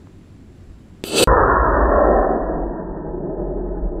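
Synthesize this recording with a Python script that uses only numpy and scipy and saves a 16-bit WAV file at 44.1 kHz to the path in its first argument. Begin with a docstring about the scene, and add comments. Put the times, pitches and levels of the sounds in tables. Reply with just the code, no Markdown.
"""A model rocket lifts off a metre or two from a small camera in an open field.
Over a low outdoor rumble the igniter pops, and the motor hisses and sputters up to pressure.
At the height of the hiss the sound cuts out for an instant, then clicks back in, muffled.
The jet roars, darkens and fades as it climbs, combed by its reflection from the ground,
while exhaust and then wind buffet the microphone."""
import sys
import numpy as np
from scipy import signal
from scipy.fft import rfft, irfft
from scipy.io import wavfile
from scipy.ndimage import uniform_filter1d

SR = 44100
rng = np.random.default_rng(int(sys.argv[2]) if len(sys.argv) > 2 else 0)


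def output_pcm(signal):
    """Save a mono or channel-first signal as 16-bit PCM at the path in sys.argv[1].

    Samples are clipped to [-1, 1] before scaling.
    """
    pcm = np.clip(np.atleast_2d(signal).T, -1, 1) * 32767
    wavfile.write(sys.argv[1], SR, np.round(pcm).astype(np.int16))


N = 4 * SR

IGNITE_S, LIFTOFF_S = 1.039, 1.27
# deep colour of wind on the microphone: frequency_hz, relative_db
WIND_COLOUR = [(10, -9), (25, -10.5), (46, 10.5), (58, -7.5), (75, -26), (110, -36.5), (400, -61.5)]


def jet():
    """Turbulent roar that darkens with height and is combed by its reflection from the ground."""
    # envelope of the roar in flight: time_s, body_db, upper_roar_db
    roar_levels = [(1.28, -14, -16), (1.44, -17, -16.5), (1.61, -20.5, -18), (1.9, -16.5, -21),
                   (1.98, -13, -21), (2.23, -14, -27), (2.46, -23.5, -33.5), (2.66, -24, -37.5),
                   (2.78, -28.5, -38), (3.05, -28.5, -41), (3.3, -26.5, -45), (3.65, -27.5, -46.5),
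                   (3.98, -29, -51.5)]
    # the jet heard near the pad: frequency_hz, relative_db
    pad_colour = [(60, -11), (130, -3), (230, -9), (330, -3.5), (550, 1), (760, -7.5), (900, -3),
                  (1020, 3.5), (1150, -1.5), (1400, -2.5), (1520, -8.5), (1720, -7), (1900, -14)]
    # the jet heard from behind the climbing rocket: frequency_hz, relative_db
    climb_colour = [(60, -26.5), (125, -18.5), (165, -6.5), (300, -0.5), (400, 9.5), (480, -1.5),
                    (590, 8.5), (780, 1.5), (890, -14), (1060, -4.5), (1230, -16.5), (1330, -10.5),
                    (1450, -18.5), (1900, -18)]
    # the jet heard from far below: frequency_hz, relative_db
    far_colour = [(60, -28.5), (115, -16), (165, 0.5), (240, -12), (345, 6.5), (440, -9), (515, -10),
                  (590, -4.5), (710, -15.5), (850, -12.5), (920, -18), (990, -10), (1110, -33), (1270, -24),
                  (1400, -33), (1550, -29.5), (1900, -33.5)]
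    split_hz = 850  # where the body meets the upper roar
    pad_lag_s, overhead_lag_s, rise_s = .002, .004817, .81
    t = times()
    clear = changeover(at_s=1.802, spread_s=.033)
    far = changeover(at_s=2.543, spread_s=.2)
    stages = [(pad_colour, 1 - clear), (climb_colour, clear * (1 - far)), (far_colour, clear * far)]
    # the reflection trails further behind as the rocket rises overhead
    flight_s = np.maximum(t - LIFTOFF_S, 0)
    lag_s = overhead_lag_s + (pad_lag_s - overhead_lag_s) * np.exp(-flight_s / rise_s)

    def band(low_hz, high_hz):
        """One band of the roar, direct and reflected, wavering in the air."""
        direct = sum(noise(colour, low_hz, high_hz) * np.sqrt(share) for colour, share in stages)
        combed = ground_bounce(direct, lag_s, bounce_db=-10)
        return steady(combed, samples=2500) * waver(per_s=9, depth_db=.96)

    body = band(0, split_hz) * envelope(roar_levels, column=1)
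    upper_roar = band(split_hz, SR) * envelope(roar_levels, column=2)
    flutter = waver(per_s=41, depth_db=.86)
    return (body + upper_roar) * flutter * (t >= LIFTOFF_S)


def pressure_rise():
    """Gas sputters from the nozzle: a bright hiss over a throaty rush, swelling until lift-off."""
    # the motor coming up to pressure: time_s, hiss_db, rush_db, sizzle_db
    burn_levels = [(1.046, -36.5, -34, -48), (1.07, -33, -34, -37.5), (1.11, -33, -29.5, -49),
                   (1.13, -29, -24, -51), (1.15, -26, -19, -45.5), (1.183, -15, -17.5, -31.5),
                   (1.2, -16, -16, -30.5), (1.215, -21, -12.5, -36.5), (1.228, -14, -11.5, -26.5),
                   (1.24, -14.5, -13, -27)]
    # bright colour of the escaping gas: frequency_hz, relative_db
    hiss_colour = [(900, -26.5), (1400, -3), (1950, -22.5), (2700, 1.5), (3700, -3.5), (4700, 1.5),
                   (5200, -17.5), (6000, -9), (6900, -14), (7700, -2.5), (9300, -7.5), (10300, -16.5),
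                   (11500, -19.5), (12600, -16.5), (15000, -25.5)]
    # throaty colour of the rush beneath it: frequency_hz, relative_db
    rush_colour = [(60, -24), (170, -12), (280, -3.5), (385, 1.5), (500, -6), (720, -14), (1050, -23),
                   (2000, -32.5)]
    sizzle_hz = 10000
    t = times()
    hiss = ground_bounce(noise(hiss_colour, high_hz=sizzle_hz), lag_s=.002305, bounce_db=-4.5)
    hiss = hiss / np.std(hiss) * envelope(burn_levels, column=1)
    sizzle = noise(hiss_colour, low_hz=sizzle_hz) * envelope(burn_levels, column=3)
    rush = steady(noise(rush_colour), samples=400) * envelope(burn_levels, column=2)
    sputter = waver(per_s=260, depth_db=.23)
    return ((hiss + sizzle) * sputter + rush) * (t > IGNITE_S) * (t < LIFTOFF_S)


def igniter():
    """The charge catches with one pressure swing and a short, bright crack."""
    # colour of the crack: frequency_hz, relative_db
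    crack_colour = [(200, 2), (900, 0), (1900, -3), (3000, 2), (4700, -5), (5500, -12), (9000, -9),
                    (15000, -24)]
    pop_hz, pop_db, crack_db = 372, -10.5, -18
    swing = -np.sin(2 * np.pi * pop_hz * (times() - IGNITE_S))
    pop = swing * decay(IGNITE_S, decay_s=.0018)
    crack = noise(crack_colour) * decay(IGNITE_S, decay_s=.0014)
    return undb(pop_db) * pop + undb(crack_db) * crack


def buffeting():
    """The exhaust cloud thumps on the microphone, then gives way to deeper gusts of wind."""
    # surges of air on the microphone: time_s, level_db
    buffet_levels = [(1.28, -13.5), (1.52, -25.5), (1.62, -18), (1.73, -21), (1.85, -16), (1.96, -22),
                     (2.2, -20.5), (2.26, -29.5), (2.69, -25), (2.76, -41.5), (2.92, -30), (3.0, -39),
                     (3.12, -30), (3.28, -38), (3.44, -27.5), (3.76, -26.5), (3.85, -20), (3.98, -27.5)]
    # boomy colour of the exhaust cloud: frequency_hz, relative_db
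    exhaust_colour = [(12, -20.5), (28, -15.5), (44, 2.5), (54, 9.5), (70, 4), (100, -20), (160, -27),
                      (400, -56)]
    wind_share = changeover(at_s=2.1, spread_s=.16)
    exhaust = noise(exhaust_colour) * np.sqrt(1 - wind_share)
    wind = noise(WIND_COLOUR) * np.sqrt(wind_share)
    return steady(exhaust + wind, samples=3000) * envelope(buffet_levels) * (times() >= LIFTOFF_S)


def field():
    """A bed of outdoor rumble, drone and whine, with a faint tick and a soft gust before the launch."""
    # rumble of the quiet field: frequency_hz, relative_db
    rumble_colour = [(15, -7), (45, -1), (70, -3.5), (120, -6), (185, -3.5), (280, -6), (390, -11.5),
                     (460, -18.5), (800, -25.5), (2000, -32), (6900, -43), (9500, -49), (10700, -44.5),
                     (12500, -59), (15000, -51)]
    # a distant drone and a thin high whine: pitch_hz, half_width_hz, level_db
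    field_tones = [(91, 9, -47), (7500, 220, -76.5)]
    # dull colour of the tick: frequency_hz, relative_db
    tick_colour = [(150, 6), (500, 1), (1900, -20), (2400, -28)]
    rumble_db, tick_db, gust_db = -44, -39, -34.5
    tick = noise(tick_colour) * swell(at_s=.072, spread_s=.002)
    gust = steady(noise(WIND_COLOUR), samples=3000) * swell(at_s=.716, spread_s=.035)
    tones = sum(undb(level_db) * steady(ringing(pitch_hz, half_width_hz), samples=8000)
                for pitch_hz, half_width_hz, level_db in field_tones)
    rumble = steady(noise(rumble_colour), samples=8000)
    return undb(rumble_db) * rumble + tones + undb(tick_db) * tick + undb(gust_db) * gust


def ground_bounce(direct, lag_s, bounce_db):
    """A sound plus its late, weaker reflection from the ground: a comb filter."""
    return direct + undb(bounce_db) * np.interp(times() - lag_s, times(), direct)


def noise(colour, low_hz=0, high_hz=SR):
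    """Noise of unit rms with the given colour, kept between two frequencies."""
    points_hz, points_db = np.array(colour).T
    f = frequencies()
    gain = undb(np.interp(np.log(f + 1), np.log(points_hz), points_db))
    # roll off beyond both ends of the colour
    gain *= np.minimum(f / points_hz[0], 1) * np.minimum(points_hz[-1] / (f + 1), 1) ** 2
    return shaped_noise(gain * (f >= low_hz) * (f < high_hz))


def ringing(pitch_hz, half_width_hz):
    """Noise of unit rms held in one narrow resonance."""
    return shaped_noise(1 / (1 + ((frequencies() - pitch_hz) / half_width_hz) ** 2))


def shaped_noise(gain):
    """White noise filtered by one gain per frequency, brought to unit rms."""
    shaped = irfft(rfft(rng.standard_normal(N)) * gain, N)
    return shaped / np.std(shaped)


def steady(sound, samples):
    """Evens out the slow swells of a noise, leaving its grain."""
    power = uniform_filter1d(uniform_filter1d(sound ** 2, samples), samples)
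    return sound / np.sqrt(power + 1e-12)


def waver(per_s, depth_db):
    """Gain that glides between random levels, with a spread near depth_db."""
    points = rng.standard_normal(8192)
    drift = 1.2 * np.interp(times() * per_s, np.arange(len(points)), points)
    return undb(depth_db * drift)


def envelope(table, column=1):
    """Gain over time from one dB column of a table."""
    rows = np.array(table)
    return undb(np.interp(times(), rows[:, 0], rows[:, column]))


def changeover(at_s, spread_s):
    """Crossfade that rises smoothly from 0 to 1 around a moment."""
    return .5 + .5 * np.tanh((times() - at_s) / spread_s)


def swell(at_s, spread_s):
    """Bell-shaped rise and fall around a moment."""
    return np.exp(-((times() - at_s) / spread_s) ** 2)


def decay(start_s, decay_s):
    """Instant attack and exponential tail."""
    age_s = times() - start_s
    return (age_s >= 0) * np.exp(-np.maximum(age_s, 0) / decay_s)


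def undb(db):
    """Decibels to gain."""
    return 10 ** (np.asarray(db) / 20)


def times():
    """Time of each sample in seconds."""
    return np.arange(N) / SR


def frequencies():
    """Frequency of each spectrum bin in Hz."""
    return np.arange(N // 2 + 1) * SR / N


def scene():
    """Everything that reaches the one microphone."""
    return (igniter() + pressure_rise() + jet() + buffeting() + field())[None]


def record(dry):
    """The camera rounds the peaks, drops out at the height of the hiss and clicks back in, muffled."""
    ceiling, muffle_hz, top_hz = .8, 1905, 15400
    mute_s, mute_db, fall_db_per_s = 1.2405, -28, 697.5
    return_s, click_db = 1.2735, -19
    t = times()
    rounded = dry / (1 + (dry / ceiling) ** 6) ** (1 / 6)
    treble_cut = .5 - .5 * np.tanh((frequencies() - muffle_hz) / 12)
    muffled = irfft(rfft(rounded) * treble_cut, N)
    dropout = np.where(t < mute_s, 1, undb(mute_db - fall_db_per_s * np.maximum(t - mute_s, 0)))
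    back = changeover(return_s, spread_s=.0003)
    click = undb(click_db) * decay(return_s, decay_s=.0002)
    mix = rounded * dropout * (1 - back) + muffled * back + click
    lowpass = signal.ellip(8, .2, 70, top_hz, fs=SR, output="sos")
    return signal.sosfilt(lowpass, mix)


dry = scene()
out = record(dry)
output_pcm(out)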